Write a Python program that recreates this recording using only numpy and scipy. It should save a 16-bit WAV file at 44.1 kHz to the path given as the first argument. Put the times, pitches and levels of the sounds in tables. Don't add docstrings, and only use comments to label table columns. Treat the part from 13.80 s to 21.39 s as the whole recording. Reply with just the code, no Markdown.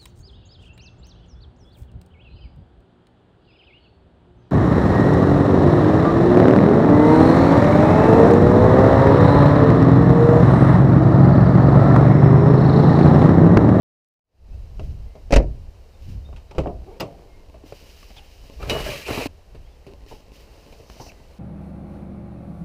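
import sys
import numpy as np
from scipy import signal
from scipy.fft import rfft, irfft, next_fast_len
from scipy.io import wavfile
from scipy.ndimage import uniform_filter1d

SR = 44100
rng = np.random.default_rng(int(sys.argv[2]) if len(sys.argv) > 2 else 0)


def digitize_waveform(pressure):
    field = np.atleast_2d(pressure).T
    bounded = np.clip(field, -1, 1)
    quanta = np.round(bounded * 32767).astype(np.int16)
    wavfile.write(sys.argv[1], SR, quanta)


N = 334586
TIME = np.arange(N) / SR
RING = 20480


def undb(db):
    return 10 ** (np.asarray(db) / 20)


def unit(x, size=None):
    return x / np.sqrt(np.mean(x[:size] ** 2) + 1e-24)


def curve(rows, axis=1):
    rows = np.array(rows)
    return np.interp(TIME, rows[:, 0], rows[:, axis])


def swell(rows, axis=1):
    inside = (TIME >= rows[0][0]) & (TIME <= rows[-1][0])
    return undb(curve(rows, axis)) * uniform_filter1d(1. 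* inside, size=400)


def strokes(rows, attack_s, release_s, axis=2):
    power = np.zeros(N)
    for row in rows:
        start, length = row[:2]
        rise = np.sin(np.pi / 2 * np.clip((TIME - start) / attack_s, 0, 1)) ** 2
        fall = undb(-30 * np.maximum(TIME - start - length, 0) / release_s)
        power += (undb(row[axis]) * rise * fall) ** 2
    return np.sqrt(power)


def at_hz(points, hz):
    f, value = np.transpose(points)
    return np.interp(np.log(hz + 1e-9), np.log(f), value)


def colour(x, points):
    size = next_fast_len(N)
    gain = undb(at_hz(points, np.fft.rfftfreq(size, 1 / SR)))
    return unit(irfft(rfft(x, size) * gain, size)[:N])


def butter(x, hz, kind):
    return signal.sosfilt(signal.butter(4, hz, kind, fs=SR, output="sos"), x)


def walk(rate):
    k = int(SR / rate)
    return unit(uniform_filter1d(np.repeat(rng.standard_normal(N // k + 1), k), k)[:N])


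def grains(rate, spread_db):
    chance, size, sign = rng.random(N), rng.exponential(size=N), rng.standard_normal(N)
    return unit((chance < rate / SR) * np.sign(sign) * undb(spread_db * np.minimum(size, 5)))


def add(out, s, sound):
    i = int(s * SR)
    out[i:i + len(sound)] += sound[:N - i]


def ring(modes, detune=0):
    t = TIME[:RING]
    pull = 1 + detune * rng.standard_normal(len(modes))
    out = np.zeros(RING)
    for (hz, db, t60), p in zip(modes, pull):
        out += undb(db) * np.sin(2 * np.pi * hz * p * t) * np.exp(-np.log(1000) * t / t60)
    return out


def taps(events, modes):
    out, sound = np.zeros(N), ring(modes)
    for s, db in events:
        add(out, s, undb(db) * sound)
    return out


def blows(events, modes, spectrum, decay, modes_db, tail_db, favour_db):
    t, out = TIME[:RING], np.zeros(N)
    hz = np.fft.rfftfreq(RING, 1 / SR) + 1e-9
    centres = 125 * 2. 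** np.arange(8)
    overlap = np.maximum(0, 1 - np.abs(np.log2(hz / centres[:, None])))
    octaves = overlap * undb(at_hz(spectrum, hz))
    fall = np.log(1000) * t / at_hz(decay, centres)[:, None]
    contact = 1 - np.exp(-(t / 0.00045) ** 2)
    for s, db, click_db, favoured_hz, length in events:
        length = max(length, .2)

        def favour(f):
            return favour_db * np.exp(-(np.log2(f / favoured_hz) / 0.22) ** 2)

        phases = np.exp(2j * np.pi * rng.random(len(hz)))
        bands = irfft(octaves * undb(favour(hz)) * phases)
        late = np.exp(-fall / length)
        dense = (bands * (late ** 3 + undb(tail_db) * late)).sum(axis=0) * contact
        struck = [(f, mode_db + favour(f), t60 * length) for f, mode_db, t60 in modes]
        clear = unit(ring(struck, detune=.008) * contact, size=500)
        body = unit(butter(dense, 1500, "low"), size=500) + undb(modes_db) * clear
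        click = unit(butter(dense, 1500, "high"), size=400)
        sound = unit(body, size=500) + undb(click_db) * click
        add(out, s, undb(db) * sound / np.sqrt(8))
    return out


# f/Hz, level/dB
BUFFET = [(10, -29), (20, 5.5), (36, 1), (58, 5), (85, -2), (110, -11.5), (240, -27.5), (400, -34.5),
          (900, -96)]
# peak t/s, Gaussian half-width/s, level/dB
GUSTS = [(.75, 0.11, -32.5), (1.08, .11, -27), (1.26, 0.025, -32.5), (1.68, 0.17, -30.5),
         (2.33, 0.077, -27), (2.5, 0.081, -33), (2.95, 0.11, -33.5), (4.65, 0.036, -40), (4.96, 0.12, -29),
         (5.42, 0.086, -35.5), (5.78, 0.061, -37.5), (6.3, 0.18, -50)]
BREEZE_DB = -45


def wind():
    power = undb(BREEZE_DB) ** 2
    for s, width, db in GUSTS:
        power = power + (undb(db) * np.exp(-((TIME - s) / width) ** 2 / 2)) ** 2
    gust = np.sqrt(power)
    rumble = colour(rng.standard_normal(N), BUFFET)
    eddy_spectrum = [(40, -16), (110, 5), (200, -8), (400, -24), (1200, -59), (4000, -90.0)]
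    eddies = colour(rng.standard_normal(N), eddy_spectrum)
    return gust * (undb(-2.0) * rumble + undb(-12.0) * gust / gust.max() * eddies)


# f/Hz, level/dB
AIR = [(88, -12.5), (150, -6), (262, -10), (400, -3.5), (650, -6.5), (1000, -13.5), (1350, -20),
       (2140, -21), (2810, -18), (3400, -20.5), (4910, -22), (7080, -29.5), (10000, -34), (15000, -35)]
AIR_DB, AIR_GRASS_DB, ON_GRASS_S = -56.5, -53.5, 6.6


def open_air():
    level_db = np.where(TIME < ON_GRASS_S, AIR_DB, AIR_GRASS_DB)
    return colour(rng.standard_normal(N), AIR) * undb(level_db + 0.25 * walk(9.9))


# t/s, length/s, middle f/Hz, glide/octaves, arch/octaves, level/dB
WHISTLES = [(.68, .09, 2550, .33, .08, -67), (1.26, .15, 2100, .03, .04, -67),
            (2.13, .04, 3620, -.12, 0, -66), (2.44, .05, 3680, .1, 0, -65), (2.66, .05, 3950, -.14, 0, -65),
            (3.12, .06, 2400, .45, 0, -63), (3.48, .13, 2130, -.03, .01, -63),
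            (5.81, .18, 3490, .16, .37, -66), (7.33, .14, 2000, -.02, 0, -68)]
CHIPS = [5.87, 5.955, 6.04, 6.205, 6.27, 6.47, 6.605]
CHIP_S, CHIP_HZ, CHIP_GLIDE_OCTAVES, CHIP_DB = .017, 2030, .4, -61.5
CHIP_SCATTER_OCTAVES = .07


def birds():
    notes = list(WHISTLES)
    for s in CHIPS:
        hz = CHIP_HZ * 2 ** (CHIP_SCATTER_OCTAVES * rng.standard_normal())
        notes.append((s, CHIP_S, hz, CHIP_GLIDE_OCTAVES, 0, CHIP_DB))
    out = np.zeros(N)
    for s, length, middle_hz, glide, arch, db in notes:
        u = np.linspace(-1, 1, int(length * SR))
        hz = middle_hz * 2 ** (glide * u / 2 - arch * u ** 2)
        envelope = np.sqrt(2 * (1 - u ** 2))
        add(out, s, undb(db) * envelope * np.sin(2 * np.pi * np.cumsum(hz) / SR))
    out = out * undb(3.5 * walk(90) - 3.5)
    trees = rng.standard_normal(RING) * np.exp(-np.log(1000) * TIME[:RING] / 0.43)
    return out + undb(-4.0) * signal.fftconvolve(out, trees / np.linalg.norm(trees))[:N]


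# start t/s, length/s, level/dB
SLEEVE = [(.93, 0.19, -63.5), (2.18, 0.15, -59.5), (3.83, 0.54, -54.5), (4.4, 0.78, -57),
          (6.25, 0.095, -52.5), (6.5, 0.11, -57), (6.68, 0.34, -62), (7.08, .19, -56.5)]
# f/Hz, level/dB
CLOTH = [(530, -33), (900, -14), (1490, -11), (2100, -6.5), (2950, 0), (3400, -4.5), (4400, -6.5),
         (5000, -4), (8330, -18.5), (9600, -17), (11500, -20.5), (13700, -16), (15000, -17)]
ARM_ATTACK_S, ARM_RELEASE_S = 0.053, 0.2


def sleeve():
    rustle = colour(grains(rate=8000, spread_db=2.0), CLOTH) * undb(1.1 * walk(35))
    return rustle * strokes(SLEEVE, ARM_ATTACK_S, ARM_RELEASE_S)


# t/s, nominal peak level/dB, relative click level/dB, favoured f/Hz, t60 factor
LOCKS = [(0.995, -26.5, -12.5, 607, 0.73), (1.353, -34, -18, 614, 0.79), (2.488, -38, -23, 620, 0.73),
         (2.528, -36, -15, 1010, 0.5), (2.561, -46, 4, 890, 1.9), (2.710, -33.5, -7, 840, 1.1),
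         (2.749, -31.5, -16, 660, 3), (2.782, -11, -16.5, 800, 0.6), (2.788, -10, -21.5, 484, 0.49),
         (2.799, -19.5, -18, 400, 1.5), (2.835, -30, -18, 600, 2), (2.859, -16.5, -36, 634, 0.57),
         (2.870, -18, -26.5, 740, 1.32), (3.199, -29.5, 1.5, 1160, 1), (3.205, -21, -1, 940, 1.33),
         (3.213, -20.5, -18, 720, 0.89), (3.223, -26, -21, 156, 0.91)]
# f/Hz, level/dB, t60/s
REAR_MODES = [(174.5, -10.5, 0.44), (288, -1, 0.33), (421, 4, 0.16), (470, -6, 0.043), (514, 2.5, 0.1),
              (629, -4, 0.27), (696, -4, 0.26), (780, -13, 0.36), (846, -3, 0.087), (975, -11, 0.18),
              (1062, -8, 0.13)]
# f/Hz, level/dB
LOCK_COLOUR = [(60, -6), (100, 2.5), (274, -5), (345, -3.5), (524, -3), (800, -12), (1200, -15.5),
               (1630, -25.5), (2750, -14.5), (3400, -19), (5000, -26), (8000, -36.5), (11000, -45),
               (15000, -52)]
# f/Hz, t60/s
LOCK_DECAY = [(120, 0.55), (550, 0.43), (1200, 0.21), (3000, 0.095), (6000, 0.19), (15000, 0.12)]


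def door_locks():
    return blows(LOCKS, REAR_MODES, LOCK_COLOUR, LOCK_DECAY, modes_db=-5.5, tail_db=-11.0, favour_db=7.0)


# t/s, nominal peak level/dB, relative click level/dB, favoured f/Hz, t60 factor
SLAM = [(1.507, -15.5, -17.5, 497, 1.2), (1.523, -8.5, -6.5, 700, 0.79), (1.530, -1, -21, 550, 0.42),
        (1.537, -13.5, 1, 650, .6), (1.560, -3, -7, 690, 0.6), (1.563, -1, -31, 257, 0.98),
        (1.576, -17, -33, 243, 1.54), (1.601, -16, -31, 570, 1.05), (1.625, -27, -19, 650, 1.06)]
# f/Hz, level/dB, t60/s
PANEL_MODES = [(132.3, 2.5, 0.42), (189, -3.5, 0.28), (265.4, 5.5, 0.11), (333, 5, 0.24), (408, -5, 0.24),
               (474, -5, 0.15), (536, 0.5, 0.22), (564, 1, 0.14), (616, -9, 0.09), (724, -13, .17),
               (944, -2, 0.13)]
# f/Hz, level/dB
SLAM_COLOUR = [(59, -18), (100, 5), (268, -2), (391, 2.5), (620, 2), (983, -15.5), (1490, -20), (2420, -14),
               (3390, -23), (5480, -23), (8000, -35), (15000, -51)]
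# f/Hz, t60/s
SLAM_DECAY = [(120, 0.6), (300, 0.45), (650, 0.27), (1400, 0.22), (3000, 0.21), (5500, 0.17), (15000, 0.14)]
# t/s, level/dB
BOOMS = [(1.527, -10.5), (1.554, -10), (1.573, -6)]
# f/Hz, level/dB, t60/s
CAB_MODES = [(26.45, -14.5, 0.92), (37, -5, 0.2), (46.5, 1, 0.24), (54.4, -11.5, 0.44), (90, -19.5, 0.52),
             (130.6, -20, 0.31)]


def cab_door():
    slam = blows(SLAM, PANEL_MODES, SLAM_COLOUR, SLAM_DECAY, modes_db=-3.0, tail_db=-13.5, favour_db=6)
    return slam + taps(BOOMS, CAB_MODES)


# t/s, level/dB
RELEASE = [(2.781, -20.5), (2.809, -27.5)]
# f/Hz, level/dB, t60/s
BAY_MODES = [(33, -6, 0.32), (60.2, 1.5, 0.38), (105, 0.5, 0.095)]


def seal_release():
    return taps(RELEASE, BAY_MODES)


# start t/s, length/s, level/dB
SWING = [(2.95, 0.43, -50)]
# f/Hz, level/dB
SKIN = [(80, -12), (150, 4), (240, -4), (450, 3.5), (800, -6.5), (1400, -22), (3000, -22), (8000, -38.5)]
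SWING_ATTACK_S, SWING_RELEASE_S = 0.13, 0.67


def door_shudder():
    shudder = colour(grains(rate=500, spread_db=-0.5), SKIN)
    return shudder * strokes(SWING, SWING_ATTACK_S, SWING_RELEASE_S)


# t/s, slip rate f/Hz, level/dB
HINGE = [(3.04, 320, -62), (3.085, 360, -43), (3.12, 420, -43), (3.17, 450, -48), (3.22, 440, -62)]


def hinge_groan():
    phase = np.cumsum(curve(HINGE) * (1 + 0.092 * walk(180))) / SR
    slips = butter(signal.sawtooth(2 * np.pi * phase), 820, "low")
    return undb(-1.5) * unit(slips * undb(2.2 * walk(60))) * swell(HINGE, axis=2)


# t/s, level/dB
STAY = [(3.204, -31.5)]
# f/Hz, level/dB, t60/s
STAY_MODES = [(158, -16, .25), (573, -3, 0.33), (683, -9, 0.65), (788, -13.5, 0.74), (968, -8, 0.22),
              (1300, -11, 0.093), (2060, -12, .05), (2660, -11, 0.08), (4340, -5, 0.04), (4970, 2.5, 0.04),
              (12300, -5, 0.033), (13700, -2, .02)]


def stay_snap():
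    return taps(STAY, STAY_MODES)


# start t/s, length/s, level/dB
JOSTLE = [(3.53, 0.57, -56), (4.6, 0.78, -53), (6.05, 1.18, -56.5)]
# f/Hz, level/dB, t60/s
BAG_MODES = [(120, 13.5, 0.067), (195, -13, 0.14), (297, 1.5, 0.075), (458, 3, 0.024), (567, 1, 0.14),
             (648, -5, 0.094), (897, -3, 0.051), (1043, -6.5, 0.12)]
# f/Hz, level/dB
KNOCK_COLOUR = [(59, -25), (100, 4.5), (416, 3), (600, -2), (950, -10), (1630, -19.5), (2700, -8),
                (3300, -15), (4200, -15), (7800, -29.5), (15000, -35)]
JOSTLE_ATTACK_S, JOSTLE_RELEASE_S, JOSTLE_PER_S = .06, .25, 60


def jostling():
    ticks = grains(rate=JOSTLE_PER_S, spread_db=3.0)
    ringing = unit(signal.fftconvolve(ticks, ring(BAG_MODES[2:]))[:N])
    jostle = unit(colour(ticks, KNOCK_COLOUR) + ringing)
    return jostle * strokes(JOSTLE, JOSTLE_ATTACK_S, JOSTLE_RELEASE_S)


# t/s, nominal peak level/dB, relative click level/dB, favoured f/Hz, t60 factor
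KNOCKS = [(3.742, -34.5, -20, 636, 2.1), (3.838, -32, -30, 305, 0.93), (3.923, -25, -17.5, 474, 0.64),
          (4.229, -40.5, -4, 1110, 0.43), (4.304, -38.5, -11, 770, 0.64), (4.366, -41, 0, 794, 4.1),
          (4.827, -23, -10, 1290, 0.82), (4.872, -22, -20, 131, 1.3), (4.896, -25, 7.5, 560, 0.38),
          (4.903, -22.5, 4.5, 570, 1.3), (4.917, -14.5, -18, 254, 0.59), (5.004, -25.5, -4, 140, 0.67),
          (5.062, -19, -23, 590, 1.6), (5.090, -19, -23, 570, 2.25), (5.305, -18, -19, 282, 2.6),
          (5.376, -15.5, -17, 284, 1.05), (5.458, -14.5, -15, 252, 0.37), (5.747, -31.5, -18, 130, 1.6),
          (6.066, -31, -13, 388, 2.2), (6.263, -37.5, -11, 414, 0.68), (6.311, -31.5, -18, 880, 1.8),
          (6.326, -34, -24, 433, 1.1), (6.924, -39, -4.5, 850, 1), (6.999, -33.5, -20, 434, 1),
          (7.099, -35, -5.5, 690, 0.34), (7.166, -38.5, -18, 680, 0.51), (7.199, -26.5, -18, 880, 1.7),
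          (7.264, -35.5, -12, 680, 1.8), (7.318, -38, -6, 616, 0.25), (7.399, -39.5, -22, 860, 0.69),
          (7.511, -42.5, -20, 720, 0.5)]
# f/Hz, t60/s
KNOCK_DECAY = [(120, 0.17), (600, 0.21), (2500, 0.13), (15000, 0.14)]


def club_knocks():
    return blows(KNOCKS, BAG_MODES, KNOCK_COLOUR, KNOCK_DECAY, modes_db=-2.5, tail_db=-8.5, favour_db=14)


# t/s, length/s, start f/Hz, end f/Hz, level/dB
SQUEAKS = [(4.355, 0.051, 3650, 3040, -46), (5.06, 0.044, 1600, 1705, -41.5),
           (5.09, 0.067, 2450, 2734, -40.5), (5.24, 0.053, 2850, 2390, -40.5),
           (5.32, 0.0555, 2650, 2320, -39), (5.40, 0.058, 2700, 2340, -38.5),
           (7.283, 0.03, 2900, 2190, -50.5)]


def squeaks():
    out, waver = np.zeros(N), walk(900)
    for s, length, start_hz, end_hz, db in SQUEAKS:
        size = int(length * SR)
        jitter = 1 + 0.0665 * waver[int(s * SR):][:size]
        hz = np.linspace(start_hz, end_hz, size) * jitter
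        add(out, s, undb(db) * 2 * np.hanning(size) * np.sin(2 * np.pi * np.cumsum(hz) / SR))
    return out


# start t/s, length/s, scrape level/dB, sliding level/dB before its parts' trims
PULLS = [(4.78, 0.11, -37, -48), (4.87, 0.14, -29.5, -35.5), (5.04, 0.095, -36.5, -35),
         (5.245, 0.17, -32.5, -33.5)]
# f/Hz, width/Hz, level/dB
FLOOR = [(65, 61, -3), (119, 34, 5.5), (293, 170, -3.5), (440, 120, 5.5), (606, 61, -2.5), (1010, 150, -18),
         (1680, 210, -16)]
# f/Hz, level/dB
NYLON = [(700, -10), (1200, -8), (1650, -9), (1900, -3), (2450, 1.5), (3000, 1.5), (3500, -3), (4100, -4),
         (4850, -5.5), (6200, -10.5), (8480, -16.5), (9600, -14.5), (11000, -18.5), (13700, -14.5),
         (15000, -18)]
# f/Hz, level/dB, t60/s
CHATTER = [(880, -3, .05), (1166, -1, 0.069), (1675, -2.5, .05), (2377, 0.5, 0.066), (2637, 1, 0.069),
           (3910, -4, .04)]
CHATTER_PER_S, CHATTER_DB, RASP_DB = 25, -7, -0.74
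PULL_ATTACK_S, DRAG_END_S = 0.044, 5.472
SCRAPE_RELEASE_S, RASP_RELEASE_S = 0.24, 0.46


def bag_drag():
    slips = grains(rate=700, spread_db=-1) * undb(2.4 * walk(45))
    scrape = np.zeros(N)
    for hz, width, db in FLOOR:
        resonance = signal.lfilter(*signal.iirpeak(hz, hz / width, fs=SR), slips)
        scrape += undb(db + 3.7 * walk(22)) * resonance
    scrape = unit(butter(scrape, 1800, "low")) * strokes(PULLS, PULL_ATTACK_S, SCRAPE_RELEASE_S)
    rasp = colour(grains(rate=7000, spread_db=0.5), NYLON) * undb(0.89 * walk(70))
    chatter = np.zeros(N)
    for mode in CHATTER:
        touches = grains(rate=CHATTER_PER_S, spread_db=1.4)
        chatter += signal.oaconvolve(touches, ring([mode]))[:N]
    sliding = undb(RASP_DB) * rasp + undb(CHATTER_DB) * unit(chatter)
    sliding = sliding * strokes(PULLS, PULL_ATTACK_S, RASP_RELEASE_S, axis=3)
    return (scrape + sliding) * uniform_filter1d(1. 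* (TIME < DRAG_END_S), size=200)


# t/s, level/dB
PINGS = [(4.898, -26)]
# f/Hz, level/dB, t60/s
HEAD_MODES = [(2530, 1.5, 0.06), (2920, 0, 0.56), (3820, 3, 0.073), (4040, 0.5, 0.047), (4900, -4.5, .08),
              (5600, -11, 0.12)]


def head_ping():
    return taps(PINGS, HEAD_MODES)


# f/Hz, level/dB
SHAFT = [(2000, -32), (4500, -3), (5900, 2), (7200, -14), (10000, -19), (15000, -17)]
DRAW_START_S, DRAW_FREE_S, DRAW_RELEASE_S = 6.85, 7.29, .04
DRAW_DB, DRAW_RISE_DB_PER_S = -49, 68


def club_draw():
    slide = colour(rng.standard_normal(N), SHAFT) * undb(1.9 * walk(30))
    movement = [(DRAW_START_S, DRAW_FREE_S - DRAW_START_S, DRAW_DB)]
    rise = undb(DRAW_RISE_DB_PER_S * np.minimum(TIME - DRAW_FREE_S, 0))
    return slide * strokes(movement, ARM_ATTACK_S, DRAW_RELEASE_S) * rise


FADE_START_S, FADE_S = 0.43, 0.31


def scene():
    fade = np.clip((TIME - FADE_START_S) / FADE_S, 0, 1) ** 2 + undb(-58)
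    surroundings = wind() + open_air() + birds() + sleeve()
    doors = door_locks() + cab_door() + seal_release() + door_shudder() + hinge_groan() + stay_snap()
    bag = jostling() + club_knocks() + squeaks() + bag_drag() + head_ping() + club_draw()
    return (fade * (surroundings + doors + bag))[None]


TOP_HZ = 15400


def record(dry):
    cased = dry - 0.54 * signal.lfilter(*signal.iirpeak(3450, 7, fs=SR), dry)
    top_cut = signal.ellip(10, .2, 80, TOP_HZ, fs=SR, output="sos")
    return signal.sosfilt(top_cut, np.tanh(cased))


dry = scene()
out = record(dry)
digitize_waveform(out)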